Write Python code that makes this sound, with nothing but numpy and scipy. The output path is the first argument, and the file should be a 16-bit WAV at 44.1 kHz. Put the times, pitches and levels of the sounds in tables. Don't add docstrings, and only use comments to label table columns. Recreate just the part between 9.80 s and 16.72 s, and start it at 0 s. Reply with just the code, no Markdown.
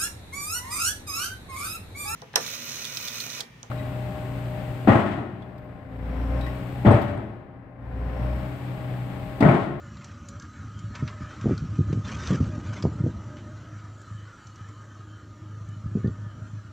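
import sys
import numpy as np
from scipy import signal
from scipy.fft import rfft, irfft
from scipy.io import wavfile
from scipy.ndimage import uniform_filter1d, map_coordinates

SR = 44100
rng = np.random.default_rng(int(sys.argv[2]) if len(sys.argv) > 2 else 0)


def file_out(sig):
    cols = np.atleast_2d(sig).T
    lim = np.clip(cols, -1, 1)
    pcm = np.round(lim * 32767).astype(np.int16)
    wavfile.write(sys.argv[1], SR, pcm)


N = 305172
TIME = np.arange(N) / SR

# (time [s], level [dB])
WIND = [(0, -46.5), (.5, -46), (1.15, -42.5), (1.5, -48.5), (1.75, -39), (2.4, -35.5), (2.67, -32.5),
        (2.92, -41), (3.25, -39.5), (4.3, -56.5), (5.7, -51.5), (6.25, -47), (6.92, -51)]


def from_db(db):
    return 10 ** (np.asarray(db) / 20)


def rms_one(x):
    return x / np.sqrt(np.mean(x ** 2) + 1e-20)


def in_time(rows):
    s, *columns = np.transpose(rows)
    return [np.interp(TIME, s, c) for c in columns]


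def cut(x, hz, kind, order=2):
    return signal.sosfilt(signal.butter(order, min(hz, SR / 2 - 100), kind, fs=SR, output="sos"), x)


def resonate(x, hz, width_hz):
    return signal.lfilter(*signal.iirpeak(hz, hz / width_hz, fs=SR), x)


def drift(rate):
    knots = rng.standard_normal(2048)
    return rms_one(map_coordinates(knots, [TIME * rate], order=3, mode="wrap"))


def coloured(x, spectrum):
    hz, db = np.transpose(spectrum)
    bins = np.maximum(np.fft.rfftfreq(N, 1 / SR), 1)
    gain = from_db(np.interp(np.log(bins), np.log(hz), db))
    return rms_one(irfft(rfft(x) * gain, N))


def evened(x, seconds):
    return x / np.sqrt(uniform_filter1d(x ** 2, max(int(seconds * SR), 8)) + 1e-12)


def grains(per_s, spread_db):
    sizes = from_db(spread_db * np.minimum(rng.exponential(1, N), 4)) * rng.choice([-1, 1], N)
    return sizes * (rng.random(N) < per_s / SR)


def wavering(x, depth_db, patch_hz, patch_s):
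    hz, s, frames = signal.stft(x, SR, nperseg=1024)
    chance = rng.standard_normal((512, 512))
    grid = np.meshgrid(hz / patch_hz, s / patch_s, indexing="ij")
    swells = map_coordinates(chance, grid, order=2, mode="wrap")
    return rms_one(signal.istft(frames * from_db(depth_db * swells), SR)[1][:N])


def rumble(level_db=1.4, flutter_db=2.0):
    # (frequency [Hz], level [dB])
    spectrum = [(20, -23), (40, -16), (58, -2), (78, 8.5), (125, 4.5), (165, -2), (215, 0.5), (290, -6),
                (400, -21), (600, -31), (900, -31.5), (1600, -64.5)]
    wind_db, = in_time(WIND)
    noise = evened(coloured(rng.standard_normal(N), spectrum), seconds=0.27)
    return from_db(wind_db + level_db + flutter_db * drift(28)) * noise


def engine(firings_per_s=26.0, boom_hz=104.4, boom_width_hz=14, jitter_s=0.00066, uneven_db=4.5):
    # (time [s], level [dB])
    throb = [(0, -47), (.72, -59), (.9, -38), (1.55, -45.5), (1.8, -38), (3.2, -40.5), (3.55, -45.5),
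             (4.4, -41.5), (4.62, -53), (4.85, -46), (5.5, -46.5), (6.15, -35), (6.55, -40.5),
             (6.92, -41.5)]
    throb_db, = in_time(throb)
    beats = np.flatnonzero(np.diff(np.floor(firings_per_s * TIME)))
    late, strength = rng.standard_normal((len(beats), 2)).T
    at = np.clip(beats + (late * jitter_s * SR).astype(int), 0, N - 1)
    pulses = np.zeros(N)
    pulses[at] = from_db(uneven_db * strength)
    pulses = cut(cut(pulses, 60, "high"), 243, "low", order=3)
    boom = resonate(pulses, boom_hz, boom_width_hz)
    boom = evened(resonate(boom, boom_hz, 3 * boom_width_hz), seconds=0.25)
    knock = from_db(-8) * resonate(pulses, hz=205, width_hz=55)
    thud = resonate(pulses, hz=110, width_hz=55) - knock
    carried_db = throb_db + 2.5 * drift(18)
    return from_db(carried_db) * (boom + from_db(-7.5) * rms_one(thud))


def whirr(pitch_hz=1251, wander_hz=10, width_hz=45, level_db=-3.5):
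    # (time [s], level [dB])
    loudness = [(0, -58), (2.4, -53), (3.5, -57.5), (6.6, -58.5), (6.92, -69)]
    whirr_db, = in_time(loudness)
    hz = pitch_hz + wander_hz * drift(1.5)
    swirl = drift(1.5 * width_hz) + 1j * drift(1.4 * width_hz)
    tone = np.exp(2j * np.pi * np.cumsum(hz) / SR)
    return from_db(whirr_db + level_db) * np.real(swirl * tone)


def far_hum(waver=0.02096, fade_db=5.0):
    # (time [s], pitch [Hz], note level [dB], octave level [dB])
    hum = [(0, 288, -64, -62), (.7, 289, -80, -72), (1.35, 302.3, -72.5, -59.5), (1.8, 303, -58.5, -65.5),
           (3.0, 299, -61, -57.5), (3.8, 301, -54, -63), (4.2, 309.7, -71, -92), (5.5, 312.7, -59.5, -77),
           (6.1, 309.7, -72, -70)]
    hz, *levels_db = in_time(hum)
    phase = 2 * np.pi * np.cumsum(hz * (1 + waver * drift(60))) / SR
    return np.sqrt(2) * sum(from_db(db + fade_db * drift(16)) * np.sin(k * phase)
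                            for k, db in enumerate(levels_db, 1))


def roar():
    # (time [s], level [dB])
    loudness = [(0, -58.5), (1.05, -70.5), (1.35, -57.5), (2.1, -60.5), (2.55, -47.5), (3.55, -50.5),
                (3.95, -58.5), (5.4, -60), (6.35, -56), (6.92, -60.5)]
    # (frequency [Hz], level [dB])
    spectrum = [(150, -17), (240, -1), (320, 6.5), (410, -4.5), (500, -2.5), (590, -0.5), (700, -8.5),
                (950, -9), (1400, -21.5), (2500, -54.5)]
    roar_db, = in_time(loudness)
    noise = coloured(rng.standard_normal(N), spectrum)
    return from_db(roar_db) * wavering(noise, depth_db=4.0, patch_hz=45, patch_s=.14)


def breeze(rush_over_hiss_db=6, loose_grit_db=-21, flutter_db=1.14, rise_s=0.024, fall_s=0.039):
    # (time [s], level [dB])
    air = [(0, -61.5), (1.5, -60), (3.2, -61.5), (4.8, -60.5), (5.5, -64.5), (6.92, -63)]
    # (frequency [Hz], level [dB])
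    rush_spectrum = [(250, -2.5), (450, -5.5), (600, -9), (800, -11), (1050, -2.5), (1400, 3.5),
                     (1750, -1.5), (2050, -8), (2600, -13.5), (4000, -20.5)]
    # (frequency [Hz], level [dB])
    hiss_spectrum = [(1500, -26.5), (2400, -32.5), (2700, -6.5), (3000, 14), (3500, -1.5), (4200, 7),
                     (5000, -6), (5600, 5.5), (6300, 7.5), (7300, 10.5), (8000, 5), (12000, -10.5)]
    # (frequency [Hz], level [dB])
    grit_spectrum = [(400, -2), (900, 3), (1300, 8), (1800, 2), (2400, 3), (4500, -5.5), (6200, -0.5),
                     (7500, -4.5), (9500, -4), (13000, -9)]
    # (start [s], length [s], rush level [dB], grit level [dB])
    puffs = [(0.193, 0.089, -55.5, -52.5), (1.13, 0.068, -43, -50), (1.257, 0.046, -45, -60),
             (1.363, 0.41, -50.5, -58), (2.233, .21, -46, -41.5), (2.44, .11, -45, -40),
             (2.62, 0.36, -74, -55.5), (2.836, 0.17, -54.5, -51)]
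    air_db, = in_time(air)
    wind_db, = in_time(WIND)
    rush = coloured(rng.standard_normal(N), rush_spectrum)
    rush = wavering(rush, depth_db=4.5, patch_hz=69.84, patch_s=.07)
    hiss = coloured(rng.standard_normal(N), hiss_spectrum)
    hiss = wavering(hiss, depth_db=5.5, patch_hz=111.3, patch_s=.07)
    grit = coloured(grains(per_s=2200 * from_db(4.1 * drift(110)), spread_db=2.0), grit_spectrum)
    grit = wavering(grit, depth_db=4.5, patch_hz=206.7, patch_s=.025)
    rush_gain = from_db(air_db + rush_over_hiss_db)
    grit_gain = from_db(wind_db + loose_grit_db)
    for s, length_s, rush_db, grit_db in puffs:
        rise = np.clip((TIME - s) / rise_s, 0, 1)
        puff = rise * np.exp(-np.maximum(TIME - s - length_s, 0) / fall_s)
        rush_gain = np.hypot(rush_gain, from_db(rush_db) * puff)
        grit_gain = np.hypot(grit_gain, from_db(grit_db) * puff)
    flutter = from_db(flutter_db * drift(25))
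    return flutter * (rush_gain * rush + grit_gain * grit) + from_db(air_db) * hiss


def crackles(snap_s=0.0033, tail_s=0.026, body_s=0.0088, snap_db=-7, tail_db=-15, body_db=-14):
    # (time [s], level [dB], extra level of the body [dB], pitch [Hz])
    embers = [(0.17, -43, 3, 3970), (0.2443, -31, -25, 6700), (0.4861, -30, -26, 6940),
              (0.598, -34, -26, 6240), (0.622, -34.5, -29, 6300), (0.9909, -34.5, -16, 7350),
              (1.1543, -34.5, -3, 6230), (1.28, -44, 10, 3800), (1.6116, -37.5, 7.5, 6050),
              (1.7779, -32.5, -16, 4340), (2.128, -38, 6, 5930), (2.473, -25, -6, 3670),
              (2.6412, -39, 8, 3110), (3.0241, -25.5, -1.5, 5000), (4.6695, -37, -23, 6210),
              (4.7581, -40.5, -14, 5900), (6.2728, -41.5, -7, 3880)]
    out, t = np.zeros(N + SR), TIME[:SR // 8]
    for s, level_db, dull_db, hz in embers:
        bright, dull = rng.standard_normal((2, len(t)))
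        bright = cut(bright, 3400, "high", order=3)
        bright = rms_one(bright + 2.9 * resonate(bright, hz, width_hz=700))
        snap = bright * (np.exp(-t / snap_s) + from_db(tail_db) * np.exp(-t / tail_s))
        body = rms_one(cut(cut(dull, 760, "high"), 2000, "low")) * np.exp(-t / body_s)
        crackle = from_db(snap_db) * snap + from_db(body_db + dull_db) * body
        at = int(s * SR)
        out[at:at + len(t)] += from_db(level_db) * crackle
    return out[:N]


def ticks(decay_s=0.0059, low_hz=7800):
    # (time [s], level [dB])
    embers = [(.487, -30), (4.216, -38), (4.887, -38), (5.888, -40)]
    fizz = rms_one(cut(rng.standard_normal(N), low_hz, "high", order=4))
    return fizz * sum(from_db(db) * (TIME >= s) * np.exp(-np.abs(TIME - s) / decay_s)
                      for s, db in embers)


def scuffs(low_hz=900, high_hz=3000):
    # (time [s], level [dB], fade time [s])
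    bursts = [(1.152, -35, 0.0075), (1.277, -38, 0.011), (2.127, -47.5, 0.0077), (3.568, -50, 0.025),
              (3.992, -57, .015)]
    ash = grains(per_s=2700, spread_db=0.0)
    crunch = rms_one(cut(cut(ash, low_hz, "high"), high_hz, "low"))
    return crunch * sum(from_db(db) * (TIME >= s) * np.exp(-np.abs(TIME - s) / decay_s)
                        for s, db, decay_s in bursts)


def eddy_runs(gap_s=.018, jitter_s=.003, follower_db=-6.5):
    # (time [s], length [s] or 0 for one eddy, level [dB], brightness [Hz])
    blows = [(1.224, 0, -15, 273), (1.407, 0, -24, 183), (1.642, 0, -19.5, 400), (1.657, .045, -8.5, 460),
             (1.709, .028, -9.5, 330), (1.82, .028, -15, 200), (1.987, .028, -7, 280),
             (2.099, 0, -17.5, 274), (2.128, 0, -13.5, 343), (2.173, 0, -17, 310), (2.505, .045, -8, 342),
             (2.603, .028, -9, 265), (2.674, .028, -19.5, 260), (2.779, 0, -21.5, 250),
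             (3.039, 0, -14.5, 500), (3.052, 0, -8, 667), (3.066, 0, -14, 290), (3.202, 0, -13, 283),
             (3.238, 0, -12.5, 313), (3.263, .028, -12, 414), (6.057, 0, -19.5, 160),
             (6.152, .028, -10.5, 350), (6.244, .045, -11.5, 360)]
    for s, length_s, level_db, bright_hz in blows:
        yield s, level_db, bright_hz
        for k, late in enumerate(rng.uniform(-1, 1, 6), 1):
            if k * gap_s < length_s:
                yield s + k * gap_s + late * jitter_s, level_db + follower_db, bright_hz


def eddies(port_hz=92, leak_db=-27, wake_db=-26, wake_s=0.015, gain_db=-2.5):
    out, t = np.zeros(N + SR), TIME[:SR // 5]
    for s, level_db, bright_hz in eddy_runs():
        push = from_db(wake_db) * rng.standard_normal(len(t)) * np.exp(-t / wake_s)
        push[0] += 1
        push = cut(push, 0.44 * bright_hz, "low")
        push = cut(push, 1.47 * bright_hz, "low", order=4)
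        push = cut(push, port_hz, "high", order=3) + from_db(leak_db) * push
        ring = resonate(push, hz=125, width_hz=50) + 0.72 * resonate(push, hz=247, width_hz=92)
        thump = push + 0.5 * ring
        at = int(s * SR)
        out[at:at + len(t)] += from_db(level_db + gain_db) * thump / np.abs(thump).max()
    return out[:N]


def squeak(waver=0.016):
    # (time [s], pitch [Hz], level [dB])
    glide = [(6.19, 1630, -82), (6.225, 1657, -64), (6.25, 1750, -45), (6.29, 1870, -61), (6.37, 1780, -66),
             (6.48, 1730, -55), (6.56, 1525, -82)]
    hz, level_db = in_time(glide)
    sounding = (TIME > glide[0][0]) & (TIME < glide[-1][0])
    phase = 2 * np.pi * np.cumsum(hz * (1 + waver * drift(200))) / SR
    return sounding * from_db(level_db) * np.sin(phase)


def scene():
    fire = whirr() + crackles() + ticks()
    wind = rumble() + roar() + eddies() + breeze()
    sound = fire + wind + engine() + far_hum() + scuffs() + squeak()
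    return np.array([sound, sound])


def record(dry):
    # (frequency [Hz], level [dB])
    noise_spectrum = [(20, 21.5), (1200, 3), (4000, 2), (10000, -9), (14000, -13.5), (15000, -6),
                      (16000, -11.5)]
    sound = dry + .5 * resonate(dry, hz=1232, width_hz=220)
    sound = sound - .82 * resonate(sound, hz=6650, width_hz=400)
    faint_highs = from_db(-35.5) * cut(sound, 6600, "high", order=4)
    sound = cut(sound, 7190, "low", order=11) + faint_highs
    background = np.array([coloured(rng.standard_normal(N), noise_spectrum) for channel in dry])
    sound = sound + from_db(-72.0) * (background + 0.42 * background[::-1])
    sound = sound * from_db([[0], [.1]])
    top_cut = signal.ellip(12, .1, 90, 15500, fs=SR, output="sos")
    return signal.sosfilt(top_cut, sound)


dry = scene()
out = record(dry)
file_out(out)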